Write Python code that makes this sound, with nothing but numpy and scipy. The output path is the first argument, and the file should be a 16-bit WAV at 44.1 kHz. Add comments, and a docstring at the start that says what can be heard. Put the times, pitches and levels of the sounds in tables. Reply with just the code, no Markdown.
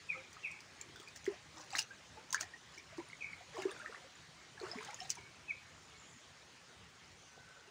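"""A stream hisses throughout. First a near bird gives two falling chirps that echo in the trees.
Then someone wades through the shallows with a hand net: each step traps air pockets that resonate as
bubbles, throws spray and leaves a fizz. The bird chirps once amid the steps and twice as they end,
after five seconds. Last, smaller birds call far off, heard by their reverberation alone."""
import sys
import numpy as np
from scipy import signal
from scipy.fft import rfft, irfft, next_fast_len
from scipy.io import wavfile
from scipy.ndimage import uniform_filter1d, map_coordinates

SR = 44100
rng = np.random.default_rng(int(sys.argv[2]) if len(sys.argv) > 2 else 0)


def wav_out(sig):
    """Save sig, one row per channel (or a flat mono array), as 16-bit PCM at SR to the path in sys.argv[1]."""
    wavfile.write(sys.argv[1], SR, np.round(np.clip(np.atleast_2d(sig).T, -1, 1) * 32767).astype(np.int16))


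N = 339570


def wading():
    """Superposition: single bubbles and drops stand out of the gurgle and spray that the legs stir up."""
    rings, slaps = drop_impacts()
    gurgle_db, spray_db = stirring()
    gurgle = amp(gurgle_db - 9.5) * bubble_cloud(4500, hz=1200, spread=.55, cycles=30, scatter_db=1.1)
    droplet_db = 1.576 * spray_db + 27.5  # droplets grow faster than foam with harder stirring
    droplets = amp(droplet_db) * bubble_cloud(2200, hz=5200, spread=.3, cycles=30, scatter_db=1.6)
    return air_pockets() + rings + gurgle + droplets + spray(spray_db, slaps + sloshes())


def bubble(hz, t60, rise, attack):
    """Minnaert resonance: trapped air rings as a damped sine, its pitch climbing as it nears the surface."""
    age = np.arange(int(t60 * SR) + 2) / (t60 * SR)
    envelope = (1 - np.exp(-(age / attack) ** 2)) * amp(-60 * age)
    return np.sin(2 * np.pi * hz * t60 * age * (1 + rise * age)) * envelope / envelope.max()


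def air_pockets():
    """Free oscillation: each air pocket closed by a foot or the net rings at its natural frequency."""
    # bubbles (time [s], peak level [dB], pitch [Hz], t60 [s])
    pockets = [(.149, -49.5, 1236, 0.057), (.155, -57.5, 497, 0.15), (.367, -46.5, 1210, 0.015),
               (.81, -48.5, 2200, 0.014), (0.893, -53, 340, .042), (.957, -50.5, 1430, 0.027),
               (.958, -56.5, 3370, 0.037), (.998, -50, 352, .026), (.999, -46.5, 3150, 0.0068),
               (1.016, -54, 1235, 0.042), (1.074, -47, 2330, 0.021), (1.162, -47, 1740, 0.0093),
               (1.256, -45, 3050, 0.0043), (1.265, -35.5, 1850, 0.0074), (1.275, -27, 366, 0.051),
               (1.317, -54, 560, 0.062), (1.335, -54.5, 680, 0.045), (1.729, -42.5, 780, 0.051),
               (1.732, -43, 2490, 0.011), (1.743, -41.5, 1180, 0.026), (1.752, -24.5, 1780, 0.0048),
               (1.771, -47, 2720, .016), (1.784, -50, 836, .048), (1.787, -27, 2670, 0.01),
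               (1.789, -36.5, 1520, 0.0098), (1.905, -47.5, 1520, .046), (2.169, -52, 837, 0.067),
               (2.33, -40, 976, .038), (2.345, -23, 1554, 0.011), (2.378, -41.5, 2170, .014),
               (2.407, -42, 2270, .009), (2.409, -38.5, 1410, .012), (2.428, -42.5, 1770, 0.019),
               (2.43, -51, 710, 0.041), (2.534, -46.5, 1805, .042), (2.776, -46.5, 2180, 0.024),
               (2.796, -51, 2220, .02), (2.925, -52, 625, 0.051), (2.979, -39, 326, 0.069),
               (2.98, -45.5, 990, .018), (3.002, -49, 930, 0.038), (3.099, -49.5, 2070, .018),
               (3.13, -42.5, 2070, 0.021), (3.331, -41, 2100, .019), (3.407, -51.5, 696, 0.036),
               (3.539, -49, 441, .13), (3.568, -40, 1004, .018), (3.575, -45, 610, .031),
               (3.58, -41, 357, 0.077), (3.62, -41.5, 2590, .01), (3.621, -44.5, 2050, 0.02),
               (3.633, -44.5, 1640, .024), (3.652, -26.5, 377.6, 0.05), (3.678, -49, 1186, .044),
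               (3.693, -45, 2530, .012), (3.704, -50, 1116, 0.036), (3.713, -46.5, 1596, .025),
               (3.719, -50, 456, 0.034), (3.763, -47, 1420, .023), (3.798, -44.5, 1340, 0.032),
               (3.815, -44, 1570, .017), (3.821, -55, 594, 0.14), (3.842, -48, 1236, 0.067),
               (3.86, -34.5, 1730, 0.011), (3.873, -52, 1830, .028), (3.892, -48, 433, 0.053),
               (3.925, -42, 1305, .011), (3.943, -47, 1130, .018), (3.946, -43, 1710, .013),
               (3.958, -45, 1890, .012), (4.039, -56.5, 500, .072), (4.576, -48, 1590, 0.019),
               (4.612, -41.5, 424, 0.045), (4.627, -41, 370, 0.087), (4.631, -46, 1084, .034),
               (4.646, -47.5, 1050, 0.053), (4.665, -44, 1400, .017), (4.682, -53, 423, .074),
               (4.694, -55, 632, 0.15), (4.732, -45.5, 660, 0.033), (4.748, -49, 1040, .029),
               (4.754, -42.5, 228, 0.054), (4.767, -47.5, 406, 0.13), (4.771, -49, 2060, 0.013),
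               (4.786, -36.5, 2080, 0.0077), (4.805, -52, 1580, 0.028), (4.806, -46, 976, 0.039),
               (4.826, -45, 1200, .014), (4.875, -50, 3010, .014), (4.882, -43.5, 788, 0.068),
               (4.891, -46, 1300, 0.017), (4.904, -44, 2100, .009), (4.93, -48, 910, .026),
               (4.986, -51, 1750, 0.043), (5.004, -40.5, 2850, 0.0059), (5.009, -47, 710, .08),
               (5.018, -47, 2930, .01), (5.051, -51, 740, 0.037), (5.093, -51, 2520, .016),
               (5.167, -51, 934, 0.07), (5.184, -53, 375, .039), (6.161, -56, 240, 0.034),
               (7.374, -55.5, 718, 0.036), (7.375, -54.5, 435, .026), (7.675, -57, 387, .077)]
    out = np.zeros(N)
    for s, db, hz, t60 in pockets:
        add(out, s, amp(db) * bubble(hz, max(t60, .005), rise=.12, attack=.1))
    return out


def drop_impacts():
    """Impact excitation: a drop makes a broadband slap and a ring, which is shorter under a harder slap."""
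    # drops hitting the water (time [s], peak level [dB], ring pitch [Hz], slap re ring [dB])
    drops = [(.33, -50, 5470, 4), (.515, -50.5, 8100, 3), (0.605, -50, 4900, 3), (.8127, -36.5, 7200, -6),
             (.96, -51, 5100, 1), (0.999, -55, 7000, 2), (1.0135, -54, 8500, 0), (1.029, -53, 8450, 0),
             (1.0848, -49.5, 4700, -14), (1.1603, -45, 5760, 1), (1.1737, -48, 4930, 0),
             (1.2436, -47, 6100, -4), (1.2537, -54, 5600, 6), (1.6104, -48, 5900, -12),
             (1.705, -45, 4320, 0), (1.7145, -47, 4700, -10), (1.725, -49, 5900, -10),
             (1.7548, -32, 4000, -5), (1.7629, -35, 4200, -1), (1.7713, -36, 6370, -10),
             (1.7838, -35, 5930, 7), (1.7916, -25, 4800, -1.5), (1.798, -38, 9800, -11),
             (1.809, -38, 4270, -5), (1.8188, -42, 4100, 2), (1.8265, -38, 5860, -6),
             (2.3056, -38.5, 6200, -10), (2.3271, -28, 6600, -1.5), (2.3273, -31.5, 5650, 7),
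             (2.345, -29.5, 6260, 1.5), (2.358, -43, 4700, -8), (2.4098, -31, 6320, 3),
             (2.425, -41, 6950, 2), (2.7823, -44.5, 5500, -7), (2.975, -52, 4400, -5),
             (3.086, -51, 9050, -16), (3.226, -52, 5960, -12), (3.6208, -56, 6300, 3),
             (3.709, -44.5, 3560, -10), (3.715, -44, 8900, -10), (3.7913, -49, 8550, -10),
             (4.154, -56, 6950, -16), (4.6, -44.5, 4240, -6), (4.6142, -47, 4270, -12),
             (4.714, -37.5, 5040, -19), (4.8107, -53, 9300, -10), (4.848, -48, 6600, 7),
             (4.9077, -55.5, 8800, 6), (4.944, -38.5, 6600, -7), (5.002, -41, 5300, -21),
             (5.096, -42, 7500, 4), (5.1029, -23.5, 5780, -2), (5.119, -42, 4500, -7),
             (5.1522, -46, 9350, -3), (5.1553, -45, 6000, -7)]
    ring_t60_s, slap_damping, slap_rise_s = 0.0034, 0.57, 0.00032
    rings, slaps = np.zeros(N), np.zeros(N)
    t = np.arange(SR // 25) / SR
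    burst = amp(-60 * t / 0.0049) + amp(-5 - 60 * t / 0.031)  # the slap, then its spatter
    burst *= 1 - np.exp(-t / slap_rise_s)
    for s, db, hz, slap_db in drops:
        t60 = ring_t60_s * amp(-slap_damping * slap_db)
        add(rings, s, amp(db) * bubble(hz, t60, rise=.03, attack=.17))
        add(slaps, s, amp(db + slap_db) * burst * rng.standard_normal(len(t)))
    return rings, slaps


def sloshes():
    """Noise transients: sheets of water swell and fall exponentially."""
    # sheets of water (crest time [s], level [dB])
    sheets = [(.815, -55), (1.002, -53), (1.083, -55), (1.163, -48), (1.263, -50), (1.611, -60),
              (1.762, -54), (1.791, -31), (2.409, -38), (2.779, -61), (2.981, -57), (3.622, -46.5),
              (3.712, -52), (4.831, -53), (5.006, -56), (5.115, -44)]
    rise_20db_s, t60_s = 0.0093, 0.035
    out = np.zeros(N)
    t = np.arange(-SR // 10, SR // 4) / SR  # zero at the crest
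    envelope_db = np.where(t < 0, 20 * t / rise_20db_s, -60 * t / t60_s)
    for s, db in sheets:
        add(out, s + t[0], amp(db + envelope_db) * rng.standard_normal(len(t)))
    return out


def stirring():
    """Exponential relaxation: gurgle and spray levels climb with each stir, then settle to calm water."""
    # strokes of legs and net (crest time [s], relative gurgle [dB], relative spray [dB], t60 [s])
    stirs = [(.17, -51.5, -65, 0.43), (.39, -56, -68, 0.28), (1.03, -57.5, -67, 0.16),
             (1.3, -53.5, -58, 0.52), (1.59, -49, -54.5, 0.52), (1.76, -45.5, -50, 0.29),
             (2.19, -50, -66, 0.17), (2.42, -48, -54, 0.22), (2.75, -56.5, -59.5, 0.97),
             (3.0, -46.5, -64, 0.11), (3.58, -42.5, -54.5, 0.98), (3.92, -50, -61.5, 1.0),
             (4.648, -43.5, -55.5, 0.64), (4.87, -49.5, -62, 0.71), (5.02, -55, -55.5, 0.71),
             (5.19, -53.5, -61, .2)]
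    rise_db_per_s, calm_gurgle_db, calm_spray_db, hop = 160, -61.5, -65.5, 64
    s, gurgle_db, spray_db, t60 = np.transpose(stirs)[:, :, None]
    t = np.arange(0, N, hop) / SR - s
    envelope_db = np.where(t < 0, rise_db_per_s * t, -60 * t / t60)

    def level(crest_db, calm_db):
        strongest_db = (crest_db + envelope_db).max(axis=0)
        return np.repeat(np.maximum(strongest_db, calm_db), hop)[:N]
    return level(gurgle_db, calm_gurgle_db), level(spray_db, calm_spray_db)


def spray(spray_db, splashes):
    """Source and filter: unevenly bursting foam and the splashes share one bright spectrum."""
    # spray spectrum (frequency [Hz], gain [dB])
    spectrum = [(1200, -43), (2000, -16), (3400, -13.5), (4300, -9.5), (6500, -4.5), (7900, -9.5),
                (9700, -10.5), (13000, -6.5), (16700, -6.5)]
    foam = unit(rng.standard_normal(N) * amp(3.6 * wobble(300)))
    filter_gain = np.std(coloured(foam, spectrum))
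    return coloured(amp(spray_db - 7) * foam + splashes, spectrum) / filter_gain


def bubble_cloud(count, hz, spread, cycles, scatter_db):
    """Incoherent summation: small bubbles of random onset and log-normal pitch merge, scaled to rms 1."""
    out = np.zeros(N)
    for when, pitch, size in zip(rng.random(count), rng.standard_normal(count), rng.exponential(1, count)):
        f = min(hz * np.exp(spread * pitch), 15000)
        add(out, when * N / SR, amp(scatter_db * size) * bubble(f, cycles / f, rise=.11, attack=.11))
    return unit(out)


def near_bird():
    """Multipath propagation: each falling chirp arrives directly, then as delayed echoes."""
    # chirps (time [s], level [dB], first pitch [Hz], last pitch [Hz], length [s],
    # lateness of the fall [exponent], crest position [0-1], tree echo re call [dB])
    chirps = [(0.084, -39.5, 2557, 2030, 0.069, 1.1, 0.4, -5.5),
              (0.427, -42, 2704, 1974, 0.069, 0.99, 0.38, -0.5),
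              (3.204, -45, 2598, 2095, 0.041, .8, 0.38, 5),
              (5.159, -52.5, 2413, 2204, 0.049, 1.04, 0.63, -1.5),
              (5.472, -36.5, 2550, 2090, .056, 1.93, 0.6, -11.5)]
    out = np.zeros(N)
    for s, db, first_hz, last_hz, length, bend, crest, echo_db in chirps:
        call = amp(db) * whistle(first_hz, last_hz, length, crest, wobble_hz=30, bend=bend, swell=1.74)
        add(out, s, call * amp(3.4 * wobble(202, size=len(call))))  # the throat flutters
        add(out, s + 0.0216, amp(echo_db - 5.5) * call)  # the near bank's reflection beats with it
        add(out, s + 0.0049, amp(echo_db) * tree_echo(call))
        add(out, s + 0.063, amp(echo_db - 7.5) * tree_echo(call))  # the far slope answers later
    return out


def far_birds():
    """Diffuse field: thin, distant calls hovering on one pitch arrive as scattered sound alone."""
    # calls (time [s], level [dB], pitch [Hz], length [s], pitch wobble [Hz], crest position [0-1])
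    calls = [(5.89, -67, 2200, .15, 20, .4), (5.96, -65, 7050, .28, 380, .25),
             (7.17, -67, 6050, .2, 270, .3), (7.12, -62, 1460, .52, 70, .75)]
    out = np.zeros(N)
    for s, db, hz, length, wobble_hz, crest in calls:
        call = amp(db) * whistle(hz, hz, length, crest, wobble_hz, bend=1, swell=0.51)
        add(out, s, tree_echo(call))
    return out


def whistle(first_hz, last_hz, length, crest, wobble_hz, bend, swell):
    """Frequency modulation: a wavering sine lingers at both ends of its glide, under a single swell."""
    age = np.arange(int(length * SR)) / (length * SR)
    glide = np.sin(np.pi / 2 * age ** bend) ** 2
    hz = first_hz + (last_hz - first_hz) * glide + wobble_hz * wobble(140, size=len(age))
    skew = np.log(.5) / np.log(np.clip(crest, .1, .9))
    envelope = np.sin(np.pi * age ** skew) ** swell
    return np.sin(2 * np.pi * np.cumsum(hz) / SR) * envelope


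def bank_echo(sound):
    """Time-varying reflection: the response of the banks changes as the wader moves."""
    # reverberation of the banks (frequency [Hz], t60 [s])
    decays = [(300, 0.094), (2000, 0.16), (8000, 0.054)]
    out, block, delay_s = np.zeros(N), SR // 4, .004
    for start in range(0, N, block):
        echo = signal.fftconvolve(sound[start:start + block], impulse_response(decays))
        add(out, start / SR + delay_s, echo)
    return out


def tree_echo(call):
    """Scattering: the trunks spread a call out in time, with its energy kept."""
    # reverberation of the trees (frequency [Hz], t60 [s])
    decays = [(300, 0.1), (2500, 0.34), (8000, 0.12)]
    wet = signal.fftconvolve(call, impulse_response(decays))
    return wet * np.linalg.norm(call) / np.linalg.norm(wet)


def impulse_response(decays):
    """Absorption: in a random echo tail of unit energy, each frequency dies at its own rate."""
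    hz, t, bins = signal.stft(rng.standard_normal(SR // 2), SR, nperseg=256)
    tail = signal.istft(bins * amp(-60 * t / along(decays, hz)[:, None]), SR, nperseg=256)[1]
    return tail / np.linalg.norm(tail)


def stream():
    """Incoherent summation: countless far ripples blur to a patchy hiss over a low rumble."""
    # hiss of the water, swelling twice as the wader stirs it (time [s], level [dB])
    hiss_levels = [(0, -61), (2.85, -61.5), (3.6, -60), (3.75, -57.5), (4.14, -61), (4.61, -61),
                   (4.78, -55.5), (5.28, -61.5), (7.06, -63), (7.7, -64.5)]
    # ripple spectrum (frequency [Hz], gain [dB])
    hiss_spectrum = [(120, -34.5), (200, -3), (400, -3.5), (600, -9.5), (1000, -6), (1900, -3),
                     (3500, -7.5), (6200, -11.5), (7000, -12), (7900, -17), (9500, -16), (11200, -19),
                     (13200, -7.5), (16700, -32.5)]
    # rumble spectrum (frequency [Hz], gain [dB])
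    rumble_spectrum = [(15, -85), (25, -28), (40, -15.5), (71, 3), (166, 3), (222, -8.5), (260, -10.5),
                       (340, -32.5), (570, -120)]
    hiss_db = np.interp(np.arange(N) / SR, *np.transpose(hiss_levels))
    bins = signal.stft(rng.standard_normal(N), nperseg=512)[2]
    patches = uniform_filter1d(rng.standard_normal(bins.shape), 5, axis=0)  # smooth in frequency
    patches = uniform_filter1d(patches, 10, axis=1)  # and in time
    noise = signal.istft(bins * amp(2.17 * unit(patches)), nperseg=512)[1][:N]
    ripples = bubble_cloud(600, hz=1500, spread=.7, cycles=22, scatter_db=1.5)
    hiss = unit(coloured(noise, hiss_spectrum)) + amp(-15.5) * ripples
    rumble = unit(coloured(rng.standard_normal(N), rumble_spectrum))
    rumble *= amp(1.1 * wobble(7) + 2.5 * wobble(16))
    return amp(hiss_db + 0.17 * wobble(3.76)) * hiss + amp(-69) * rumble


def amp(db):
    """Decibels to amplitude."""
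    return 10 ** (np.asarray(db) / 20)


def unit(x):
    """Normalisation to rms 1."""
    return x / np.sqrt(np.mean(x ** 2) + 1e-20)


def along(points, hz):
    """Interpolation on a log frequency axis."""
    f, values = np.transpose(points)
    return np.interp(np.log(hz + 1), np.log(f + 1), values)


def wobble(rate, size=N):
    """Smooth random modulation, rate knots a second."""
    knots = rng.standard_normal(int(size * rate / SR) + 4)
    return map_coordinates(knots, [np.arange(size) * rate / SR])


def coloured(x, spectrum):
    """Minimum-phase filtering: folding the cepstrum makes the response causal."""
    m = next_fast_len(N + 8192, True)
    gain = amp(along(spectrum, np.fft.rfftfreq(m, 1 / SR)))
    cepstrum = irfft(np.log(gain + 1e-6), m)
    cepstrum[1:m // 2] *= 2
    cepstrum[m // 2 + 1:] = 0
    return irfft(rfft(x, m) * np.exp(rfft(cepstrum)), m)[:N]


def add(track, s, sound):
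    """Superposition of a sound at s seconds."""
    part = track[round(s * SR):][:len(sound)]
    part += sound[:len(part)]


def scene():
    """Superposition: the wader, the banks' echo, the birds and the stream sum in one channel."""
    wader = wading()
    return (wader + amp(-8) * bank_echo(wader) + near_bird() + far_birds() + stream())[None]


def record(dry):
    """Port resonance: the microphone dips in the high treble and rings above it, below a band limit."""
    # microphone response (frequency [Hz], gain [dB])
    response = [(20, -1), (7000, 2), (9700, -4), (11300, -19.5), (12700, -23.5), (13500, -34),
                (14900, -6.5), (15700, -16.5), (15900, -28), (22050, -55)]
    top_hz = 16800
    m = next_fast_len(N + 4096)
    passband = np.fft.rfftfreq(m, 1 / SR) < top_hz
    return irfft(rfft(coloured(dry[0], response), m) * passband, m)[None, :N]


dry = scene()
out = record(dry)
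wav_out(out)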